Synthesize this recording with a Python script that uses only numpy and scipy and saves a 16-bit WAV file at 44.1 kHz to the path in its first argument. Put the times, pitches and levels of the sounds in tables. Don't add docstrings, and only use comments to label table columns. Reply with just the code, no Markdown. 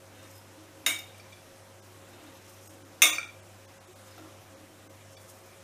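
import sys
import numpy as np
from scipy import signal
from scipy.fft import rfft, irfft
from scipy.io import wavfile
from scipy.ndimage import uniform_filter1d

SR = 44100
rng = np.random.default_rng(int(sys.argv[2]) if len(sys.argv) > 2 else 0)


def store_pcm(level_fs):
    pcm = np.round(np.clip(level_fs, -1, 1) * 32767).astype(np.int16)
    wavfile.write(sys.argv[1], SR, np.atleast_2d(pcm).T)


def ratio_of_db(decibels):
    return 10 ** (np.asarray(decibels, float) / 20)


N = 248283


def at_hz(points, hz):
    table = np.array(points)
    return np.interp(np.log(hz), np.log(table[:, 0]), table[:, 1])


def rms_one(x):
    return x / np.sqrt(np.mean(x ** 2) + 1e-20)


def add(out, s, sound):
    i = round(s * SR)
    out[i:i + len(sound)] += sound[:N - i]


def band_noise(white, low, high):
    return signal.sosfilt(signal.butter(2, [low, high], "band", fs=SR, output="sos"), white)


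def drift(rate):
    hop = 40
    r = np.exp(-2 * np.pi * rate * hop / SR)
    slow = signal.lfilter([1], [1, -2 * r, r * r], rng.standard_normal(N // hop + 2002))[2000:]
    return np.interp(np.arange(N) / hop, np.arange(len(slow)), rms_one(slow))


def swells(rows):
    t = np.arange(N) / SR
    return sum(height * np.exp(-8 * ((t - s) / length) ** 2) for s, length, height in rows)


def ring(hz, db, t60, rise_s=0.0013):
    t = np.arange(SR // 2) / SR
    return ratio_of_db(db - 60 * t / t60) * (1 - np.exp(-t / rise_s)) * np.sin(2 * np.pi * hz * t)


def dying_noise(spectrum, t60, seconds):
    t = np.arange(int(seconds * SR)) / SR
    edges = 150 * 2 ** np.arange(0, 6.8, 1 / 3)
    white, out = rng.standard_normal((2, SR)), 0
    for k, (low, high) in enumerate(zip(edges, edges[1:])):
        band = band_noise(white[k % 2, :len(t)], low, high)
        out = out + band * ratio_of_db(at_hz(spectrum, np.sqrt(low * high)) - 60 * t / at_hz(t60, low))
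    return out


# (time [s], peak level [dB])
BLOWS = [
    (0.8625, -10.5),
    (3.019, -4.5),
]
# (pitch [Hz], level [dB], time to die by 60 dB [s])
FIRST_RING = [(1584, -16.5, 0.1), (2160, -3.5, 0.097), (2289, -13, 0.45), (2830, -3.5, 0.056),
              (3505, -24, 0.29), (3694, -2, 0.1), (3693, -11.5, 0.076), (4495, -14.5, 0.093),
              (5280, -15, 0.11), (6280, -33, 0.18), (6470, -7, 0.089), (6910, 3, 0.036), (7660, -22, 0.2),
              (8300, -26, 0.22), (8450, -20, 0.49), (9000, -39, 1.0), (9160, -10, 0.16), (8760, -17, 0.12),
              (9870, -8, 0.1), (10770, -6, 0.052), (11000, -32, 0.2), (10400, -27, 0.29),
              (10700, -29, 0.25), (11800, -32, 0.16), (11910, -34, 0.23), (13300, -15, 0.14),
              (14100, -19, 0.28), (14250, -14, 0.14), (14450, -28, 0.27), (14880, -18, 0.19)]
# (pitch [Hz], level [dB], time to die by 60 dB [s])
SECOND_RING = [(1196, -20, 0.13), (1870, -20, 0.42), (2154, -7.5, 0.19), (2307, -10.5, 0.17),
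               (2205, -3, 0.071), (2610, -22, 0.16), (2514, -0.5, 0.071), (2700, -0.5, 0.046),
               (3457, -5.5, 0.091), (3660, -27, 0.073), (3650, -4.5, 0.15), (3720, -14, 0.26),
               (4680, -20, .2), (4580, -19.5, 0.12), (5490, -15, 0.21), (6100, -0.5, 0.079),
               (6290, -7.5, 0.087), (6562, -20, 0.14), (6920, -10, 0.18), (7036, -9, 0.1),
               (8430, -11.5, 0.44), (8800, -30, .16), (8855, -1.5, 0.078), (9200, -16, 0.24),
               (9850, -8, .1), (10900, -14.5, .12), (11770, -9.5, 0.1), (13424, -11, 0.19),
               (14130, -8, 0.11), (15300, -2, 0.18)]
# (pitch [Hz], level per Hz [dB])
CRACK = [(300, -42), (700, -30), (1200, -2.5), (1700, -6), (2400, 0.5), (3100, -8.5), (3700, -13),
         (4500, -13), (6500, -5.5), (10000, -11), (15000, -7)]
DAMPING = 0.65


def blows():
    out = np.zeros(N)
    for (s, db), modes, crack_db in zip(BLOWS, (FIRST_RING, SECOND_RING), (-3, -2)):
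        crack = dying_noise(CRACK, [(300, 0.12), (15000, 0.017)], seconds=0.5)
        add(out, s, ratio_of_db(db + crack_db) * crack)
        split = rng.uniform(0.0065, 0.0352, len(modes)) * rng.choice([-1, 1], len(modes))
        for (hz, mode_db, t60), apart in zip(modes, split):
            own_t60 = DAMPING * min(t60, 0.6) * (2300 / hz) ** 0.45
            mode = ring(hz, db + mode_db - 7, own_t60)
            twin = ring(hz * (1 + apart), db + mode_db - 14, own_t60)
            add(out, s, mode + twin)
    return out


# (time [s], peak level [dB], pitch [Hz], rim ring level [dB], rim pitch [Hz])
ROCKS = [(0.866, -28, 690, -36, 1216), (0.884, -33, 674, -39, 1380), (0.908, -57, 665, -53, 1560),
         (3.03, -21, 744, -29.5, 1240), (3.058, -54, 770, -30.5, 1203), (3.071, -32, 670, -38, 1503),
         (3.094, -38, 305, -41, 980), (3.129, -38, 690, -41, 1224), (3.183, -60, 657, -33.5, 1372),
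         (3.23, -62, 638, -53, 1300), (4.179, -38.5, 760, -48.5, 1350), (4.21, -38, 260, -52, 1370),
         (4.248, -46, 538, -54, 1240)]
# (pitch [Hz], level [dB], time to die by 60 dB [s])
COUNTER = [(276, -0.5, 0.19), (314, -3.5, 0.29), (471, -1, 0.086), (580, 0.5, 0.088), (691, 1, 0.11),
           (740, -0.5, 0.076)]


def rocking():
    out = np.zeros(N)
    for s, db, hz, rim_db, rim_hz in ROCKS:
        add(out, s, ring(rim_hz, rim_db + 7, 0.024, rise_s=0.00037))
        for mode_hz, mode_db, t60 in COUNTER:
            octaves_away = abs(np.log2(mode_hz / hz))
            level_db = db + mode_db - 7.5 - 6.5 * octaves_away
            add(out, s, ring(mode_hz, level_db, t60, rise_s=0.0043))
    return out


SPOT_LOSS_DB_PER_OCTAVE, FAINTEST_DB = 30, -75


def ticks(touches, groups, home, snap_db):
    out = np.zeros(N)
    snap = dying_noise(CRACK, [(300, 0.02), (15000, 0.017)], seconds=0.05)
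    pitches = np.array([modes[0][0] for modes in groups])
    for s, home_db, spot_hz, spot_db in touches:
        octaves_away = np.abs(np.log2(pitches / spot_hz))
        strengths_db = np.maximum(spot_db - SPOT_LOSS_DB_PER_OCTAVE * octaves_away, FAINTEST_DB)
        strengths_db[home] = max(home_db, strengths_db[home])
        add(out, s, ratio_of_db(np.mean(strengths_db) + snap_db) * snap)
        for db, modes in zip(strengths_db, groups):
            add(out, s, sum(ring(hz, db + mode_db + 5.0, t60) for hz, mode_db, t60 in modes))
    return out


# (time [s], lowest modes' level [dB], pitch of the spot touched [Hz], its level [dB])
PLATE_TICKS = [(1.1453, -47, 6900, -70), (1.1974, -44, 5000, -54), (1.25, -56, 6100, -64),
               (1.3229, -45, 6300, -51), (1.328, -52, 3400, -54), (1.37, -52, 3400, -70),
               (3.1314, -24, 4300, -50), (3.152, -48, 4600, -42), (3.1822, -19, 5900, -36.5),
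               (3.2296, -28.5, 3430, -50), (5.0085, -54, 3430, -66), (5.1674, -48, 3950, -50.5),
               (5.49, -57, 3430, -71), (5.53, -55, 3400, -71)]
# (pitch [Hz], level [dB], time to die by 60 dB [s])
PLATE = [
    [(2330, -12, 0.025), (2360, -5, 0.039)],
    [(3430, 0.5, 0.068), (3680, -1, 0.05)],
    [(4592, 1, 0.062), (5260, -1.5, 0.042)],
    [(5970, -4, 0.057), (6900, -14, 0.063)],
    [(8240, -3, 0.078), (11700, -13, 0.027)],
]


def plate_ticks():
    return ticks(PLATE_TICKS, PLATE, home=0, snap_db=6.0)


# (time [s], highest modes' level [dB], pitch of the spot touched [Hz], its level [dB])
HINGE_TICKS = [(0.1501, -72, 2680, -61), (0.19, -72, 2680, -55), (0.2294, -70, 8100, -55),
               (0.24, -72, 2680, -55), (0.3122, -59, 8420, -58), (0.335, -66, 5100, -60),
               (0.3544, -54, 5100, -58), (0.3794, -54, 5100, -57), (0.9874, -42, 8420, -47),
               (0.989, -60, 5100, -51), (1.1794, -71, 8420, -56), (2.1301, -72, 2680, -55),
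               (2.2648, -72, 2680, -56), (2.3526, -68, 2680, -60), (2.4794, -64, 8420, -61),
               (2.4944, -56, 8800, -52), (2.6584, -62, 7900, -52), (2.6744, -52, 7550, -47),
               (4.0786, -64, 2680, -58), (4.082, -70, 5100, -64), (4.1094, -64, 5100, -58),
               (4.14, -70, 5100, -66), (4.1794, -58, 3450, -45.5), (5.2969, -68, 8050, -52),
               (5.3867, -64, 8420, -59), (5.4594, -66, 8420, -65)]
# (pitch [Hz], level [dB], time to die by 60 dB [s])
TONGS = [
    [(2680, -8, .1), (3690, -7, .2), (4120, -12, .08)],
    [(5100, -1, .09), (5350, -7, .03)],
    [(6600, 0, .05), (7500, -5, .025)],
    [(8420, 0, .04), (8700, -4, .02)],
    [(10100, -5, .02), (12950, -1, .02), (13500, -2, .02), (14800, -5, .02)],
]


def hinge_ticks():
    return ticks(HINGE_TICKS, TONGS, home=-1, snap_db=22.0)


# (pitch [Hz], time to die by 60 dB [s])
KITCHEN_T60 = [(200, 0.053), (530, 0.45), (1390, 0.32), (3680, 0.4), (9700, 0.27)]


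def kitchen(x):
    tail = dying_noise([(150, -5.5), (15000, 2.5)], KITCHEN_T60, seconds=0.7)
    tail = tail * (1 - np.exp(-np.arange(len(tail)) / SR / 0.00043))
    return signal.fftconvolve(x, tail / np.sqrt(np.sum(tail ** 2)))[:N]


# (middle time [s], length [s], level [dB])
LEANS = [(0.226, 0.43, -57), (0.61, 0.24, -55.5), (0.857, 0.32, -53), (1.957, 0.18, -60),
         (2.263, .35, -55.5), (2.78, 0.6, -56), (3.06, 0.28, -66), (4.22, 0.29, -56), (4.647, 0.52, -57.5),
         (4.95, 0.36, -65)]


def leaning():
    out = 0
    for hz, db, t60 in COUNTER[:2]:
        b, a = signal.iirpeak(hz, 14.0, fs=SR)
        once = signal.lfilter(b, a, rng.standard_normal(N))
        out = out + signal.lfilter(b, a, once)
    return swells([(s, length, ratio_of_db(db - 2.5)) for s, length, db in LEANS]) * rms_one(out)


# (middle time [s], length [s], rise of the rustle [dB])
PRESSES = [(.22, 0.26, 2), (1.15, 0.9, 1.5), (2.22, 0.64, 3), (4.18, 0.67, 2), (5.15, 0.13, -0.5),
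           (5.52, .2, 1)]
# (middle time [s], length [s], rise of the hiss [dB])
FLEXES = [(.33, 0.27, 2.5), (1.2, 0.27, 1.5), (2.4, 0.67, 3), (2.66, 0.32, 2), (4.15, .3, 3),
          (5.3, 0.47, 4)]
# (pitch [Hz], level per Hz [dB])
AIR_COLOUR = [(20, -10), (45, -21.5), (90, -9.5), (130, -12), (250, -10), (450, -11), (700, -11),
              (1000, -13), (2500, -18), (4200, -22), (5000, -26.5), (6500, -29), (10000, -31.5),
              (15000, -38)]
RUMBLE_DB, RUSTLE_DB, HISS_DB = -55, -60.5, -61.5
RUMBLE_FOLLOWS = 0.92


def air(patchy_db, grain_db):
    pressed_db, stirred = swells(PRESSES), swells(FLEXES)
    edges = 20 * 2 ** np.arange(0, 9.7, 1 / 3)
    white = rng.standard_normal((2, N))
    groups, crackle = np.zeros((3, N)), drift(25)
    for k, (low, high) in enumerate(zip(edges, edges[1:])):
        band = band_noise(white[k % 2], low, high)
        level_db = at_hz(AIR_COLOUR, np.sqrt(low * high)) + patchy_db * drift(8)
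        groups[np.searchsorted([1200, 4800], low)] += band * ratio_of_db(level_db)
    rumble_db = RUMBLE_DB - 3.0 + RUMBLE_FOLLOWS * pressed_db + 0.29 * drift(2.2)
    hiss_db = HISS_DB + stirred * (0.5 + grain_db * np.maximum(crackle, -0.3))
    rumble = ratio_of_db(rumble_db) * rms_one(groups[0])
    rustle = ratio_of_db(RUSTLE_DB + pressed_db) * rms_one(groups[1])
    hiss = ratio_of_db(hiss_db) * rms_one(groups[2])
    return rumble + rustle + hiss


# (multiple [1], rms level [dB])
SHAFT_ORDERS = [(2, -59), (3, -76.5), (4, -72.5), (6, -79), (7, -79), (10, -79), (11, -63.5), (12, -78),
                (13, -71)]
# (pitch [Hz], rms level [dB], width [Hz])
WHINE = [
    (360.6, -69, 4.13),
    (538.3, -68, 8.65),
    (750, -75.5, 4.34),
]
SHAFT_HZ, MAINS_HUM_HZ, FAN_HZ = 49.36, 99.983, 91.524
MAINS_HUM_DB, FAN_DB = -69, -74
MAINS_IN_STEP_S, FAN_IN_STEP_S = 0.316, 0.073


def fridge():
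    turn = 2 * np.pi * np.arange(N) / SR
    out = sum(ratio_of_db(db) * np.cos(k * SHAFT_HZ * turn + k * k - 4) for k, db in SHAFT_ORDERS)
    for hz, db, s in [(MAINS_HUM_HZ, MAINS_HUM_DB, MAINS_IN_STEP_S), (FAN_HZ, FAN_DB, FAN_IN_STEP_S)]:
        out = out + ratio_of_db(db) * np.cos(hz * turn - 2 * np.pi * s * (hz - 2 * SHAFT_HZ))
    for hz, db, width_hz in WHINE:
        level = ratio_of_db(db + 4.1 * drift(17))
        wandering_hz = hz + width_hz * drift(6.65)
        out = out + level * np.sin(2 * np.pi * np.cumsum(wandering_hz) / SR)
    return np.sqrt(2) * out


def scene():
    no_bass = signal.butter(4, 230, "high", fs=SR, output="sos")
    heavy = signal.sosfilt(no_bass, blows() + rocking())
    light = hinge_ticks() + plate_ticks()
    echoes = ratio_of_db(0.5) * kitchen(heavy + 0.5 * light)
    background = leaning() + fridge() + air(patchy_db=1.18, grain_db=0.78)
    return (heavy + light + echoes + background)[None]


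# (time [s], lowest pitch touched [Hz], share of tones kept [0-1])
STARVED = [(1.622, 2500, 0.3), (1.813, 1000, 0.13), (1.942, 2000, 0.45), (2.687, 900, 0.08),
           (2.838, 1000, 0.15), (3.116, 700, 0.1), (3.264, 500, 0.3), (3.415, 2000, 0.2),
           (3.669, 1000, 0.1), (3.795, 1200, 0.11), (3.863, 2500, 0.14), (3.946, 1000, 0.13),
           (4.548, 2500, 0.3), (4.563, 2500, 0.4), (4.887, 1200, 0.04), (5.161, 900, 0.14)]


def thin_out(x):
    out, size = x.copy(), round(0.031 * SR)
    hz = np.fft.rfftfreq(size, 1 / SR)
    for s, low_hz, kept in STARVED:
        i = round(s * SR) - size // 2
        lines = rfft(out[i:i + size] * np.hanning(size))
        strength = np.abs(lines)
        relief = uniform_filter1d(strength, size=3) / uniform_filter1d(strength, size=220)
        relief = relief / (1 + (hz / 11000) ** 2)
        weak = (relief < np.quantile(relief, 1 - np.clip(kept, 0, 1))) & (hz > low_hz)
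        out[i:i + size] -= irfft(lines * weak, size)
    return out


def band_limit(x):
    return signal.sosfilt(signal.butter(12, 16150, fs=SR, output="sos"), x)


def record(dry):
    rounded = np.tanh(dry[0] / 1.1) * 1.1
    no_top = signal.ellip(12, 0.1, 75, 14950, fs=SR, output="sos")
    mix = signal.sosfilt(no_top, thin_out(rounded))
    return band_limit(mix[None])


dry = scene()
out = record(dry)
store_pcm(out)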